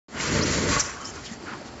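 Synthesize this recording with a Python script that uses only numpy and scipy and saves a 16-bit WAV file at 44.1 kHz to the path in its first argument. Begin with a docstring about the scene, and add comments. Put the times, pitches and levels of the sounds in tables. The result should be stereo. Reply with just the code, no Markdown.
"""A strapping machine on a factory floor, heard from close by on a single microphone.
Compressed air hisses while the press bar rumbles up its guides and clanks twice at the top. The valve
spits, a cardboard bundle scuffs and squeaks over the rollers, and the bar comes down on it with a soft
thud. Behind it the conveyor and the hall drone, and the room gives back a short echo."""
import sys
import numpy as np
from scipy import signal
from scipy.fft import rfft, irfft
from scipy.io import wavfile
from scipy.ndimage import uniform_filter1d

SR = 44100
rng = np.random.default_rng(int(sys.argv[2]) if len(sys.argv) > 2 else 0)


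def store_wav(level_fs):
    """Save 16-bit WAV to argv[1]."""
    pcm = np.round(np.clip(np.atleast_2d(level_fs), -1, 1) * 32767)
    wavfile.write(sys.argv[1], SR, pcm.T.astype(np.int16))


N = 79380

# murmur of machines farther off in the hall (frequency [Hz], level [dB])
MURMUR_SPECTRUM = [(40, -14.5), (70, -21.5), (115, 2.5), (190, -2.5), (260, 1.5), (400, -0.5), (580, -7.5),
                   (730, -3), (900, -7), (1140, -9.5), (1450, -11), (2000, -13), (2900, -16.5), (3750, -21),
                   (4500, -13.5), (6000, -20.5), (7600, -19.5)]
# swell of that murmur (time [s], level [dB])
MURMUR_LEVEL = [(.08, -39), (.9, -42), (1.17, -41.5), (1.28, -43.5), (1.39, -43), (1.45, -39.5),
                (1.58, -40), (1.71, -42.5), (1.8, -41)]
# hum of the conveyor motor (frequency [Hz], level [dB])
MOTOR_TONES = [(226, -67.5), (592, -61.5), (910, -64.5)]
# rumble of the conveyor rollers (time [s], level [dB])
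ROLLER_LEVEL = [(.08, -57.5), (.85, -64.5), (.95, -46.5), (1.05, -56), (1.1, -44.5), (1.21, -45.5),
                (1.27, -51.5), (1.5, -54.5), (1.71, -54), (1.79, -42), (1.8, -35)]
# resonances of the steel guards and rollers (frequency [Hz], width [Hz], level [dB])
STEEL_MODES = [(232.6, 22, -8), (348.6, 9.1, -11.5), (443, 10, -8), (591.2, 16, -7), (1115, 70, -9.5),
               (1283, 33, -3.5), (1426, 8.3, -1), (1804, 11, -10), (2002, 30, -10.5), (3180, 55, -11),
               (4760, 29, -9), (5700, 63, -10), (6280, 19, -10), (7410, 57, -11.5)]
# taps of rollers and guides (time [s], level [dB], frequency [Hz])
ROLLER_KNOCKS = [(.2, -28.5, 2880), (.201, -25.5, 2205), (0.896, -31, 1090), (.971, -34, 1562),
                 (1.177, -37, 1383), (1.332, -38, 1910), (1.467, -35, 1520), (1.481, -30.5, 1410),
                 (1.49, -40.5, 1660), (1.518, -36, 1305), (1.544, -35, 1028)]
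# cardboard scuffing over the rollers (time [s], length [s], level [dB], centre [Hz], width [Hz])
BUNDLE_SCUFFS = [(0.153, 0.018, -34, 1720, 1300), (0.828, 0.11, -41, 1570, 1200),
                 (0.939, 0.27, -48, 1370, 1000), (1.154, 0.02, -42, 1110, 1300),
                 (1.219, 0.12, -49.5, 1930, 800), (1.453, 0.051, -39.5, 1390, 1000),
                 (1.501, 0.036, -39, 1204, 900), (1.659, 0.028, -45, 1200, 1200)]
# cardboard squeaking (time [s], length [s], level [dB], from [Hz], to [Hz], width [Hz])
BUNDLE_SQUEAKS = [(.94, 0.12, -47, 1122, 1094, 110), (.99, 0.068, -46, 1290, 1255, 114.5),
                  (1.0, .1, -50.5, 3090, 3040, 150)]
# bumps of the bar in its guides and on the bundle (time [s], level [dB], frequency [Hz])
BAR_THUDS = [(.414, -30, 252), (0.447, -21, 270), (.699, -22, 290), (1.158, -38, 412), (1.312, -27.5, 201),
             (1.433, -34.5, 324), (1.53, -34.5, 200), (1.612, -36, 566)]
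# rumble of the bar along its guides (time [s], level [dB])
TRAVEL_LEVEL = [(.085, -52), (.17, -38), (.26, -33.5), (.32, -24), (.41, -25.5), (.48, -26.5), (.57, -26.5),
                (.705, -26), (.775, -37.5), (.8, -42), (.88, -41)]
# colour of the shaken frame (frequency [Hz], level [dB])
FRAME_SPECTRUM = [(18, -28), (30, -13.5), (86, 1.5), (119, -4.5), (140, 0), (242, -2.5), (371, -4.5),
                  (408, -2.5), (523, -7.5), (608, -15), (800, -26.5), (1040, -42.5), (1760, -120)]
# blows of the bar at its top stop, in two clusters (time [s], level [dB])
BAR_BLOWS = [(.728, -21), (.738, -31), (.764, -15.5), (.771, -21), (.779, -28)]
# ringing of the bar (frequency [Hz], level [dB], T60 [s])
BAR_RING = [(59, -9, 0.15), (131, -5.5, 0.051), (491, -8, 0.059), (873, -12.5, 0.059), (1113, -3.5, 0.071),
            (1448, -13.5, .1), (2047, -6, 0.054), (2385, -18.5, 0.067)]
# puffs from the valves (time [s], length [s], level [dB], centre [Hz], width [Hz])
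VALVE_PUFFS = [(.82, 0.052, -34.5, 6200, 2200), (0.888, .008, -34, 6300, 2000),
               (1.005, 0.0079, -37, 6900, 1500), (1.04, 0.061, -39.5, 6760, 2190),
               (1.136, .03, -45, 5800, 3020), (1.235, 0.031, -39.5, 4800, 4500),
               (1.31, 0.026, -45, 6830, 2200), (1.452, 0.1, -60, 5500, 3940),
               (1.645, 0.039, -48, 5340, 4040)]
# whistling spits of air (time [s], length [s], level [dB], from [Hz], to [Hz], width [Hz])
VALVE_SPITS = [(.27, 0.01, -31, 5170, 5060, 500), (.405, 0.017, -29, 4350, 4680, 900),
               (.419, 0.021, -28.5, 4900, 5760, 692), (.785, 0.017, -24.5, 7230, 7170, 1410),
               (.795, 0.014, -19.5, 6175, 5860, 1200), (1.042, 0.017, -37, 5060, 5270, 500),
               (1.066, 0.011, -42.5, 5600, 5480, 605), (1.252, .027, -48, 5470, 5230, 600),
               (1.253, 0.032, -45.5, 3100, 2990, 710)]
# air rushing through the cylinder and hoses (time [s], level [dB])
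CYLINDER_LEVEL = [(.09, -50), (.15, -40), (.205, -31), (.29, -30), (.36, -27.5), (.44, -31), (.52, -31),
                  (.67, -29.5), (.735, -27), (.78, -30), (.81, -32), (.835, -37), (.9, -43)]
# colour of that rush (frequency [Hz], level [dB])
CYLINDER_SPECTRUM = [(350, -28.5), (600, -1.5), (796, -14.5), (907, -0.5), (983, -4), (1130, -2),
                     (1310, -5.5), (1420, -1.5), (1760, -4), (1920, -2), (3400, -14), (4420, -65.5),
                     (7480, -120)]
# hiss at the exhaust port as the bar rises (time [s], level [dB])
JET_LEVEL = [(.09, -43.5), (.17, -44), (.21, -30), (.35, -28), (.55, -27.5), (.68, -27.5), (.725, -24),
             (.775, -26.5), (.815, -31), (.835, -48)]
# air bleeding off as the bar comes down (time [s], level [dB])
BLEED_LEVEL = [(.82, -49.5), (1.0, -56), (1.15, -49.5), (1.32, -48.5), (1.37, -57)]
# colour of the exhaust port (frequency [Hz], level [dB])
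PORT_SPECTRUM = [(2600, -7), (3400, -2), (3900, 0.5), (4300, 4.5), (4700, 3), (5300, 1), (5650, 5),
                 (5950, 2), (6150, 2), (6750, 5.5), (7100, 4), (7450, 7), (7650, -17.5)]


def undb(db):
    """Decibels to gain."""
    return 10 ** (np.asarray(db) / 20)


def unit(x):
    """Scale to rms 1."""
    return x / np.sqrt(np.mean(x ** 2) + 1e-18)


def clock():
    """Time of every sample in seconds."""
    return np.arange(N) / SR


def curve(rows):
    """Gain from (time [s], level [dB]) points, silent outside them."""
    times, db = np.array(rows).T
    return undb(np.interp(clock(), times, db, left=-120, right=-120))


def wander(per_s):
    """Smooth random drift with rms 1."""
    hold = max(int(SR / per_s), 2)
    steps = np.repeat(rng.standard_normal(N // hold + 1), hold)
    return unit(uniform_filter1d(steps, hold)[:N])


def colour(x, points):
    """Shape x by (frequency [Hz], level [dB]) points, falling 20 dB an octave beyond them."""
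    hz, db = np.array(points).T
    octave = np.log2(np.maximum(np.fft.rfftfreq(N, 1 / SR), 1))
    outside = np.maximum(np.log2(hz[0]) - octave, 0) + np.maximum(octave - np.log2(hz[-1]), 0)
    gain = undb(np.interp(octave, np.log2(hz), db) - 20 * outside)
    return unit(irfft(rfft(x) * gain, N))


def band(x, hz, width_hz):
    """Pass x through the same resonance twice."""
    f = np.maximum(np.fft.rfftfreq(N, 1 / SR), 1)
    resonance = 1 / (1 + 1j * (f * f - hz * hz) / (f * width_hz * np.sqrt(2)))
    return unit(irfft(rfft(x) * resonance ** 2, N))


def turbulence(flicker_db):
    """White noise whose octave bands flicker on their own."""
    spectrum = rfft(rng.standard_normal(N))
    octave = np.log2(np.maximum(np.fft.rfftfreq(N, 1 / SR), 20) / 20)
    bands = (irfft(spectrum * np.maximum(1 - abs(octave - k), 0), N) for k in range(11))
    return unit(sum(noise * undb(flicker_db * wander(per_s=22)) for noise in bands))


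def grains(per_s, share):
    """Tiny random impacts carry this share of the power, smooth noise the rest."""
    clicks = (rng.random(N) < per_s / SR) * rng.standard_normal(N)
    return np.sqrt(share) * unit(clicks) + np.sqrt(1 - share) * rng.standard_normal(N)


def burst(start, length, attack_s, release_s):
    """Linear attack, hold and exponential release."""
    age = clock() - start
    return np.clip(age / attack_s, 0, 1) * np.exp(-np.maximum(age - length, 0) / release_s)


def glides(rows, attack_s, release_s):
    """Rough tones: narrow bands of noise that slide in pitch."""
    out = np.zeros(N)
    for start, length, db, from_hz, to_hz, width_hz in rows:
        hz = np.interp(clock(), [start, start + length], [from_hz, to_hz])
        phase = 2 * np.pi * np.cumsum(hz) / SR
        lowpass = signal.butter(2, width_hz / 2, fs=SR, output="sos")
        a, b = signal.sosfilt(lowpass, rng.standard_normal((2, N)))
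        tone = unit(a * np.cos(phase) + b * np.sin(phase))
        out += undb(db) * tone * burst(start, length, attack_s, release_s)
    return out


def hall_drone():
    """Farther off, machines murmur and clatter behind the conveyor's wavering hum and rumble."""
    waver_db, drift = 4, 0.008
    hum = np.zeros(N)
    for hz, db in MOTOR_TONES:
        gain = np.sqrt(2) * undb(db + waver_db * wander(per_s=5))
        pitch = hz * (1 + drift * wander(per_s=15))
        hum += gain * np.sin(2 * np.pi * np.cumsum(pitch) / SR)
    machines = turbulence(flicker_db=0.5) + grains(per_s=120, share=0.19)
    murmur = colour(machines, MURMUR_SPECTRUM) * curve(MURMUR_LEVEL)
    rollers = band(rng.standard_normal(N), hz=70, width_hz=32) * curve(ROLLER_LEVEL)
    return hum + murmur + rollers


def hall_echo(x):
    """The hall returns a diffuse tail whose treble lingers slightly longer."""
    low_t60_s, treble_t60_s, build_s = 0.62, 0.75, 0.035
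    t, noise = clock(), rng.standard_normal(N)
    low = signal.sosfiltfilt(signal.butter(2, 2500, fs=SR, output="sos"), noise)
    tail = low * undb(-60 * t / low_t60_s) + (noise - low) * undb(-60 * t / treble_t60_s)
    tail *= np.clip(t / build_s, 0, 1)
    return signal.fftconvolve(x, unit(tail) / np.sqrt(N))[:N]


def steel_guards(x):
    """Guards and rollers ring along with everything, lifting it at their own pitches."""
    f = np.maximum(np.fft.rfftfreq(2 * N, 1 / SR), 1)
    ringing = sum(undb(db) / (1 + 1j * (f * f - hz * hz) / (f * width)) for hz, width, db in STEEL_MODES)
    return irfft(rfft(x, 2 * N) * (1 + ringing))[:N]


def roller_knocks():
    """Light taps on rollers and guides ring a short mode and a faint lower one."""
    decay_s = 0.0076
    out = np.zeros(N)
    for start, db, hz in ROLLER_KNOCKS:
        age = np.maximum(clock() - start, 0)
        phase = 2 * np.pi * hz * age
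        ring = np.sin(phase) + undb(-17.5) * np.sin(0.65 * phase)
        out += undb(db) * ring * np.exp(-age / decay_s)
    return out


def cardboard_bundle():
    """Cardboard catches and slips on the rollers in dense little ticks, and squeaks as it slides."""
    scuffs = np.zeros(N)
    for start, length, db, hz, width_hz in BUNDLE_SCUFFS:
        fibres = band(grains(per_s=2100, share=0.62), hz, width_hz)
        scuffs += undb(db) * fibres * burst(start, length, attack_s=0.02, release_s=0.02)
    return scuffs + glides(BUNDLE_SQUEAKS, attack_s=0.01, release_s=0.011)


def bar_thuds():
    """Soft contacts with the guides and the bundle ring two well-damped modes."""
    out = np.zeros(N)
    for start, db, hz in BAR_THUDS:
        phase = 2 * np.pi * hz * (clock() - start)
        ring = np.sin(phase) + undb(-7.5) * np.sin(0.58 * phase)
        out += undb(db) * ring * burst(start, length=0.0064, attack_s=0.0032, release_s=0.006)
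    return out


def bar_rumble():
    """The rising bar judders in its guides and shakes the frame."""
    judder = grains(per_s=700, share=0.33)
    return undb(-0.5) * colour(judder, FRAME_SPECTRUM) * curve(TRAVEL_LEVEL)


def bar_clanks():
    """Each blow on the top stop rings the bar with a crunch of contact; a buffer softens the attack."""
    contact_s, buffer_s = 0.0037, 0.00098
    out = np.zeros(N)
    for start, db in BAR_BLOWS:
        age = np.maximum(clock() - start, 0)
        detunes = 1 + 0.008 * rng.standard_normal(len(BAR_RING))
        ring = sum(undb(mode_db - 60 * age / t60) * np.sin(2 * np.pi * hz * detune * age)
                   for (hz, mode_db, t60), detune in zip(BAR_RING, detunes))
        crunch = band(rng.standard_normal(N), hz=1500, width_hz=1300) * np.exp(-age / contact_s)
        out += undb(db) * (ring + undb(-8) * crunch) * np.minimum(age / buffer_s, 1)
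    return out


def valves():
    """The valves let out broad puffs of air and narrow, whistling jets."""
    puffs = np.zeros(N)
    for start, length, db, hz, width_hz in VALVE_PUFFS:
        hiss = band(rng.standard_normal(N), hz, width_hz)
        puffs += undb(db) * hiss * burst(start, length, attack_s=0.015, release_s=0.012)
    return puffs + glides(VALVE_SPITS, attack_s=0.008, release_s=0.007)


def compressed_air():
    """Air roars in the cylinder and hisses at the port on the way up, then bleeds off on the way down."""
    flutter = undb(wander(per_s=90.35))
    roar = undb(-1) * colour(turbulence(flicker_db=1.3), CYLINDER_SPECTRUM) * curve(CYLINDER_LEVEL)
    # the broad hiss thins briefly while the jet whistles
    choke = undb(-7 * burst(start=0.399, length=0.054, attack_s=0.0089, release_s=0.0089))
    outflow = undb(-3.5) * curve(JET_LEVEL) * choke + curve(BLEED_LEVEL)
    hiss = colour(turbulence(flicker_db=1.3), PORT_SPECTRUM) * outflow
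    return flutter * (roar + hiss)


def scene():
    """The machine up front, its echo and the drone behind, alike in both channels."""
    air = compressed_air() + valves()
    bundle = cardboard_bundle() + roller_knocks()
    bar = bar_rumble() + bar_clanks() + bar_thuds()
    machine = air + bundle + bar
    room = undb(-14.5) * hall_echo(machine) + hall_drone()
    return np.tile(undb(-0.5) * steel_guards(machine + room), (2, 1))


def record(dry):
    """The microphone channel opens with a quick fade and loses the deepest bass and the top."""
    open_s, fade_s, fade_from_db = 0.084, 0.073, -10
    low_cut_hz, top_hz = 38, 7660
    age = clock() - open_s
    fade = (age > 0) * undb(fade_from_db * np.clip(1 - age / fade_s, 0, 1))
    thinned = signal.sosfilt(signal.butter(3, low_cut_hz, "high", fs=SR, output="sos"), dry)
    lowpass = signal.firwin(601, top_hz, window=("kaiser", 8), fs=SR)
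    return signal.fftconvolve(thinned * fade, lowpass[None], mode="same", axes=1)


dry = scene()
out = record(dry)
store_wav(out)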